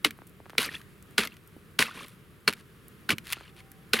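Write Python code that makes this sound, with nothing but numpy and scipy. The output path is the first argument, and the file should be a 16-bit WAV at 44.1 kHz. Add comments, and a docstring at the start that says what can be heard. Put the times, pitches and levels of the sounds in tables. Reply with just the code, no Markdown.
"""Seven sharp, crunching blows: a long steel chisel is driven into thick lake ice a few metres away.
Each blow cracks, rings briefly, thumps the ice sheet and crushes on into wet chips.
Splinters tick down, bubbles ping in the hole, and packed snow creaks under a boot.
Light wind murmurs over the open lake, and near the end a faint tone comes from far away."""
import sys
import numpy as np
from scipy import signal
from scipy.fft import rfft, irfft
from scipy.io import wavfile
from scipy.ndimage import uniform_filter1d

SR = 44100
rng = np.random.default_rng(int(sys.argv[2]) if len(sys.argv) > 2 else 0)


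def pcm_store(signal):
    """Save signal as 16-bit PCM."""
    levels = np.round(np.clip(np.atleast_2d(signal), -1, 1) * 32767)
    wavfile.write(sys.argv[1], SR, levels.astype(np.int16).T)


N = 176400

# Tone colour of ice being crushed: (frequency [Hz], level [dB])
CRUSH_COLOUR = [(60, -27.5), (200, -11.5), (430, -11.5), (750, -15), (1080, -4.5), (1700, -1), (2700, 0.5),
                (4200, -4), (5600, -13), (7500, -15.5), (11000, -11), (13000, -22.5), (16000, -25.5)]
# Tone colour of the bright tick of a small piece of ice: (frequency [Hz], level [dB])
TICK_COLOUR = [(1000, -48), (3500, -14.5), (6000, -6), (8000, 3), (11500, 8.5), (16000, 3)]
CRACK_CLICKS_PER_S, CRUSH_CLICKS_PER_S = 7600, 2200
EVENT_TIME = np.arange(2 ** 13) / SR  # seconds since the start of one short sound


def amp(db):
    """Turns decibels into a factor to multiply by."""
    return 10 ** (np.asarray(db) / 20)


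def unit(x):
    """Scales a signal to an average power of 1."""
    return x / np.sqrt(np.mean(x ** 2) + 1e-20)


def read(points, hz):
    """Reads between the rows of a table, on a logarithmic frequency scale."""
    row_hz, value = np.transpose(points)
    return np.interp(np.log(hz + 1), np.log(row_hz + 1), value)


def add(mix, start_s, sound):
    """Mixes a sound in at the given time."""
    part = mix[max(round(start_s * SR), 0):][:len(sound)]
    part += sound[:len(part)]


def fade(t, t60):
    """Full level until t = 0, then 60 dB quieter every t60 seconds."""
    return amp(-60 * np.maximum(t, 0) / t60)


def rise(t, rise_s):
    """Climbs from silence at t = 0 to full level at rise_s."""
    return np.clip(t / rise_s, 0, 1)


def drift(count, smooth_over):
    """Random values, smoothed so that they wander up and down."""
    return unit(uniform_filter1d(rng.standard_normal(count), smooth_over))


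def colour(x, points, bass_db=0, treble_db=0):
    """Gives a sound the tone colour in a table, then turns its bass and treble up or down."""
    hz = abs(np.fft.fftfreq(2048, 1 / SR))
    bass = 1 / (1 + (hz / 648) ** 4)
    treble = 1 - 1 / (1 + (hz / 6000) ** 4)
    gain = unit(amp(read(points, hz))) * amp(bass_db * bass + treble_db * treble)
    # This kind of filter (minimum phase) makes no sound ahead of a click.
    response = np.exp(np.conj(signal.hilbert(np.log(gain + 1e-6))))
    return signal.fftconvolve(x, np.fft.ifft(response).real)[:len(x)]


def fractures(per_s, spread_db, even_s):
    """Tiny breaks in the ice: random clicks whose loudness is evened out over even_s seconds."""
    n = len(EVENT_TIME)
    clicks = (rng.random(n) < per_s / SR) * rng.choice([-1., 1.], n)
    clicks *= amp(spread_db * np.minimum(rng.exponential(1, n), 4))
    power = abs(uniform_filter1d(clicks ** 2, int(even_s * SR)))
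    return clicks / np.sqrt(power + 0.0013)


def bend(x):
    """Low notes travel slowly as bending waves in the ice, so the bass arrives late."""
    hz = np.fft.rfftfreq(2 * len(x), 1 / SR)
    delay_s = 0.00603 / (1 + (hz / 650.7) ** 4)
    lag_cycles = np.cumsum(delay_s) * hz[1]
    return irfft(rfft(x, 2 * len(x)) * np.exp(-2j * np.pi * lag_cycles))[:len(x)]


def wind(level_db=-53.5, patch_db=0.6, swell_db=0.9):
    """Low wind and distant hiss, with drifting patches and a slow swell."""
    # Tone colour of the wind: (frequency [Hz], level [dB])
    wind_colour = [(20, -51), (40, -29), (65, 2.5), (110, -1.5), (170, 2), (240, -10), (410, -6.5),
                   (540, -17.5), (680, -22), (850, -24), (1200, -15), (1700, -17.5), (2400, -20),
                   (3400, -24.5), (5900, -34), (8000, -33), (10800, -28), (16000, -33.5)]
    # How alike the wind is in the two ears: (frequency [Hz], likeness [0 to 1])
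    ear_likeness = [(60, 0.75), (150, 0.76), (380, 0.84), (950, 0.79), (2380, 0.31), (5980, 0.9),
                    (15000, 0.65)]
    # Which side the wind leans to: (frequency [Hz], left minus right [dB])
    wind_balance = [(60, 4), (240, -1.5), (950, -0.5), (3770, 0.5), (15000, 0)]
    size, hop = 1024, 256  # the noise is built from short overlapping frames
    frames, hz = N // hop + 5, np.fft.rfftfreq(size, 1 / SR)
    a, b, c, d, patches = rng.standard_normal((frames, len(hz), 5)).T
    left, unrelated = a + 1j * b, c + 1j * d
    patches = unit(uniform_filter1d(uniform_filter1d(patches, size=10, axis=0), size=14, axis=1))
    swell = drift(frames, smooth_over=50)
    same = read(ear_likeness, hz)[:, None]
    right = same * left + np.sqrt(1 - same ** 2) * unrelated
    lean = amp(read(wind_balance, hz) / 2)[:, None]
    spectrum = np.array([left * lean, right / lean])
    spectrum *= amp(read(wind_colour, hz)[:, None] + patch_db * patches - swell_db * swell)
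    noise = signal.istft(spectrum, nperseg=size, noverlap=size - hop)[1][:, :N]
    return amp(level_db) * unit(noise)


def far_tone(start_s=3.48, length_s=0.41, hz=778, level_db=-65.5):
    """A faint, slightly wavering tone from far across the lake."""
    progress = np.clip((np.arange(N) / SR - start_s) / length_s, 0, 1)
    swell = np.sqrt(abs(np.sin(np.pi * progress)))
    wavering_hz = hz * (1 + .011 * drift(N, smooth_over=1500))
    return amp(level_db) * swell * np.sin(2 * np.pi * np.cumsum(wavering_hz) / SR)


def crumbs(per_s=8):
    """Stray crumbs of ice land at random moments, each a tiny dry tick."""
    t, out = EVENT_TIME, np.zeros(N)
    for when, chance in rng.random((round(per_s * N / SR), 2)):
        db = -62 - 2.5 * np.log(chance + .02)  # most are faint, a few are louder
        add(out, when * N / SR, amp(db) * rng.standard_normal(len(t)) * fade(t, t60=.014))
    return colour(out, TICK_COLOUR)


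def snow_creaks(end_hz=283, fall_s=0.00084):
    """Snow slips under a boot: each slip is a click that falls quickly in pitch."""
    # Slips of packed snow: (time [s], level [dB], starting pitch [Hz])
    slips = [(.189, -39, 1930), (.219, -37.5, 1910), (.4025, -38, 1310), (.4575, -40.5, 2570),
             (.4635, -39.5, 1680), (.497, -37.5, 2460), (.533, -36.5, 1800), (.5525, -36.5, 2150),
             (1.566, -34, 442), (3.369, -38.5, 2030), (3.409, -36, 2160)]
    t, out = EVENT_TIME, np.zeros(N)
    for start_s, db, start_hz in slips:
        hz = end_hz + (start_hz - end_hz) * np.exp(-t / fall_s)
        add(out, start_s, amp(db) * np.sin(2 * np.pi * np.cumsum(hz) / SR) * fade(t, t60=0.018))
    return out


def bubbles(climb_per_s=7.5):
    """Bubbles and wet chips ping in the hole: each is a short ring that rises in pitch."""
    # Pings in the hole: (time [s], starting pitch [Hz], level [dB])
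    pings = [(.106, 2290, -40), (.69, 1810, -26), (.747, 2720, -28.5), (.752, 3320, -26.5),
             (.767, 2590, -40), (.805, 1160, -44.5), (.814, 1602, -55), (1.273, 2010, -33),
             (1.32, 2646, -41.5), (1.868, 2600, -31), (1.882, 1115, -33), (1.891, 1130, -32.5),
             (1.911, 1410, -33), (1.975, 1020, -35.5), (2.008, 1110, -33.5), (2.04, 2180, -42),
             (3.604, 2110, -44.5)]
    t, out = EVENT_TIME, np.zeros(N)
    for start_s, hz, db in pings:
        tone = np.sin(2 * np.pi * hz * (t + climb_per_s * t ** 2 / 2))
        add(out, start_s, amp(db) * tone * rise(t, 0.00034) * fade(t, t60=0.027))
    return out


def splinters():
    """Single splinters break off or land, each with a snap and a brief rattle."""
    # Snaps of splinters: (time [s], body level [dB], treble level [dB])
    snaps = [(.088, -46, -58), (.108, -32.5, -37), (.269, -68, -44.5), (.274, -65, -47), (.4965, -40, -49),
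             (.503, -41, -53), (.815, -45.5, -49), (1.0255, -52, -44), (1.109, -60.5, -52.5),
             (1.235, -24, -39), (1.253, -29, -38.5), (1.273, -28, -35.5), (1.368, -44.5, -52),
             (1.475, -64, -46.5), (1.825, -14, -30.5), (1.858, -33, -42), (2.083, -50, -41),
             (2.527, -32, -36), (2.535, -29.5, -36), (2.882, -64, -40), (3.183, -27, -33.5),
             (3.27, -36, -42), (3.303, -41, -42), (3.325, -23, -22), (3.331, -18.5, -24.5),
             (3.369, -50, -62), (3.409, -49, -64), (3.606, -56, -53), (3.717, -53, -40.5)]
    # Tone colour of the body of a snap: (frequency [Hz], level [dB])
    body_colour = [(100, -25.5), (700, -14.5), (1300, 1), (2300, 6), (3600, -1), (6000, -9.5),
                   (9000, -26.5), (16000, -63.5)]
    t, out = EVENT_TIME, np.zeros(N)
    snap_and_rattle = fade(t, t60=0.01) + amp(-19) * fade(t, t60=0.045)
    for start_s, body_db, treble_db in snaps:
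        snap = snap_and_rattle * fractures(CRACK_CLICKS_PER_S, spread_db=-4, even_s=0.001)
        add(out, start_s, amp(body_db) * colour(snap, body_colour))
        add(out, start_s, amp(treble_db) * colour(snap, TICK_COLOUR))
    return out


def shards(level, count=40, low_hz=951, top_hz=12800, ring_cycles=50):
    """Broken pieces ping briefly, each at its own pitch, as strongly as the crushing that frees them."""
    # How strongly the pieces ring: (pitch [Hz], level [dB])
    shard_colour = [(900, -9), (1300, -0.5), (2700, 2.5), (4200, -3.5), (5600, -8), (7500, -12.5),
                    (11000, -7.5), (13000, -10.5)]
    clicks = level * fractures(per_s=960, spread_db=4, even_s=0.028)
    piece_hit = rng.integers(0, count, len(clicks))
    pitches = np.geomspace(low_hz, top_hz, count) * rng.uniform(1.0, 1.03, count)
    out = 0
    for piece, hz in enumerate(pitches):
        kept = fade(1 / SR, t60=ring_cycles / hz)  # share of the ring left after one sample
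        turn = 2 * np.pi * hz / SR
        hits = clicks * (piece_hit == piece) + 1e-18
        ping = signal.lfilter([np.sin(turn)], [1, -2 * kept * np.cos(turn), kept ** 2], hits)
        out += amp(read(shard_colour, hz)) * np.sqrt(2 * (1 - kept ** 2)) * ping
    return out


def crunches():
    """The blade grinds on or is pulled free, making clumps of tiny breaks and pinging shards."""
    # Moves of the blade through broken ice: (time [s], length [s], relative start level [dB],
    # relative end level [dB], bass boost [dB], treble boost [dB])
    moves = [(.598, 0.062, -28, -32, -1.5, 4.5), (.655, 0.025, -41.5, -39, 19, -14),
             (.69, 0.057, -49, -43, 14, 0), (.745, 0.018, -39.5, -45, -25, 1),
             (.765, .055, -51, -68, 3, 13), (1.2, 0.059, -36, -34, 13, -1),
             (1.29, 0.054, -61, -55, -14, -12), (1.802, 0.029, -22, -28.5, 5, 7),
             (1.835, 0.14, -37.5, -57.5, 11.5, -2.5), (1.94, 0.11, -46, -45.5, 20, 2.5),
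             (2.06, 0.086, -54.5, -67, -5, 12), (2.55, 0.057, -61.5, -54.5, -1, 6),
             (3.102, 0.013, -15.5, -28.5, 12, 2.5), (3.115, 0.013, -26.5, -31, 22.5, 1),
             (3.24, 0.093, -54, -34.5, -20, 5), (3.34, 0.16, -49.5, -57.5, 9, -7),
             (3.56, 0.044, -56, -51.5, 11, 1), (3.955, 0.025, -31, -35, -16, 0),
             (3.987, 0.019, -21.5, -25.5, -26, -18)]
    t, out = EVENT_TIME, np.zeros(N)
    for start_s, length_s, start_db, end_db, bass_db, treble_db in moves:
        clumps_db = 0.5 * drift(len(t), smooth_over=int(.004 * SR))
        level = amp(np.interp(t, [0, length_s], [start_db, end_db]) + clumps_db)
        level *= rise(t, 0.0038) * fade(t - length_s, t60=0.042)
        per_s = CRUSH_CLICKS_PER_S * amp(.3 * (start_db + 26))  # gentler crunches have fewer clicks
        clicks = level * fractures(per_s, spread_db=2.5, even_s=0.014)
        grit = bend(colour(clicks, CRUSH_COLOUR, bass_db, treble_db))
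        add(out, start_s, amp(-4) * grit + amp(-1) * shards(level))
    return out


def ringing(notes):
    """Adds up steady tones, given as (pitch [Hz], level [dB]), each starting anywhere in its cycle."""
    return sum(amp(db) * np.sin(2 * np.pi * (hz * EVENT_TIME + rng.random())) for hz, db in notes)


def sheet_thumps(linger_hz=225.6):
    """The ice sheet gives under the blade: two low notes swell and die, and a weak one lingers."""
    # Thumps of the ice sheet: (time [s], rise time [s], low pitch [Hz], its level [dB],
    # high pitch [Hz], its level [dB], lingering level [dB])
    thumps = [(.047, 0.017, 288, -31.5, 432, -39, -41), (.585, 0.0061, 245, -32, 450, -26.5, -50),
              (1.185, 0.0062, 205, -26.5, 421.7, -26, -33), (1.792, 0.0075, 250.7, -26.5, 428, -25, -33.5),
              (2.476, 0.0086, 194, -28, 425, -27.5, -40), (3.094, 0.0055, 209, -31.5, 358, -30.5, -32.5),
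              (3.127, 0.0082, 133, -29.5, 330, -37, -55), (3.936, 0.0066, 226, -27.5, 447, -22, -32.5)]
    t, out = EVENT_TIME, np.zeros(N)
    for start_s, rise_s, low_hz, low_db, high_hz, high_db, linger_db in thumps:
        swell = (t / rise_s * np.exp(1 - t / rise_s)) ** 3.7
        notes = ringing([(low_hz, low_db), (high_hz, high_db)])
        linger = amp(linger_db) * np.sin(2 * np.pi * linger_hz * t)
        linger *= rise(t - rise_s, rise_s) * fade(t - rise_s, t60=0.25)
        add(out, start_s, swell * notes + linger)
    return out


def chisel_blows(touch_s=.004, touch_db=-16.5, crush_rise_s=0.0016):
    """The tip touches loose chips, the solid ice cracks, blade and ice ring, and the crushing fades."""
    # Blows of the chisel: (time [s], crack level [dB], crush level before its bass boost [dB],
    # crush fade time [s], then for each of three rings: pitch [Hz], level [dB])
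    blows = [(0.0469, -12.5, -20, 0.08, 1430, -34, 2116, -12, 2976, -17.5),
             (0.5815, -13.5, -27, 0.2, 2200, -20.5, 2390, -12.5, 4060, -23),
             (1.1801, -14.5, -20, 0.15, 1173, -17.5, 1460, -15.5, 4080, -16),
             (1.7901, -13, -20.5, 0.16, 1510, -16.5, 2248, -20.5, 2910, -19),
             (2.4774, -17, -18.5, 0.077, 1460, -13, 2280, -12, 4320, -12),
             (3.0916, -22, -25.5, 0.072, 1520, -16, 2970, -25, 3700, -36),
             (3.9341, -13, -23, 0.16, 1493, -13, 2490, -20, 4215, -15)]
    # Tone colour of cracking ice: (frequency [Hz], level [dB])
    crack_colour = [(60, -35), (200, -17), (450, -11.5), (780, -9), (1100, -3), (1600, -5), (2400, -2.5),
                    (4200, -0.5), (5600, -7.5), (7500, -16.5), (11000, -12.5), (13000, -17.5), (16000, -20)]
    t, out = EVENT_TIME - touch_s, np.zeros(N)  # the tip meets solid ice at t = 0
    crack_shape = np.interp(t, [-touch_s, 0, 0.00035], [0, amp(touch_db), 1])
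    crack_shape *= fade(t - 0.00081, t60=0.015)
    for start_s, crack_db, crush_db, crush_t60, *rings in blows:
        clicks = crack_shape * fractures(CRACK_CLICKS_PER_S, spread_db=1.5, even_s=0.00067)
        crack = amp(crack_db) * colour(clicks, crack_colour)
        crush_shape = rise(t, crush_rise_s) * fade(t - crush_rise_s, crush_t60)
        grains = crush_shape * fractures(CRUSH_CLICKS_PER_S, spread_db=2.5, even_s=0.036)
        crush = amp(crush_db) * bend(colour(grains, CRUSH_COLOUR, bass_db=10))
        ring = ringing(zip(rings[::2], rings[1::2])) * rise(t, 0.000856) * fade(t, t60=0.029)
        add(out, start_s - touch_s, crack + crush + ring)
    return out


def open_lake(x):
    """Carries a sound to both ears: directly, scattered off the snow and as a faint far echo."""
    # Scatter off the snow, opposite in the two ears: (frequency [Hz], level [dB])
    scatter_colour = [(100, -16), (500, -18), (1000, -20.5), (2200, -23), (4000, -24), (8000, -19.5),
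                      (14000, -16)]
    # Tone colour of the far echo: (frequency [Hz], relative level [dB])
    echo_colour = [(100, 16), (1500, 1), (4000, -8.5), (8000, -12), (16000, -19)]
    # Which side the direct sound leans to: (frequency [Hz], left minus right [dB])
    direct_balance = [(100, 0), (250, -2.1), (500, -1.7), (1200, .5), (2500, .6), (5000, .2), (11000, .8)]
    t, hz = np.arange(SR) / SR, np.fft.rfftfreq(2 * N, 1 / SR)
    near = rng.standard_normal(SR) * rise(t, .003) * fade(t, t60=.03)
    far = rng.standard_normal(SR) * rise(t, 0.036) * fade(t, t60=0.37)
    scatter = rfft(near / np.linalg.norm(near), 2 * N) * amp(read(scatter_colour, hz))
    echo = rfft(far / np.linalg.norm(far), 2 * N) * amp(read(echo_colour, hz) - 34)
    lean = amp(read(direct_balance, hz) / 2)
    ears = np.array([lean + scatter + echo, 1 / lean - scatter + echo])
    return irfft(rfft(x, 2 * N) * ears)[:, :N]


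def scene():
    """All the work at the hole, heard across the snow, over the wind and the far tone."""
    work = chisel_blows() + sheet_thumps() + crunches() + splinters()
    work += snow_creaks() + bubbles() + crumbs()
    return open_lake(work) + wind() + far_tone()


def record(dry):
    """Cuts off the very highest treble."""
    low_pass = signal.firwin(511, cutoff=16200, window=("kaiser", 9), fs=SR)
    return signal.oaconvolve(dry, low_pass[None], "same")


dry = scene()
out = record(dry)
pcm_store(out)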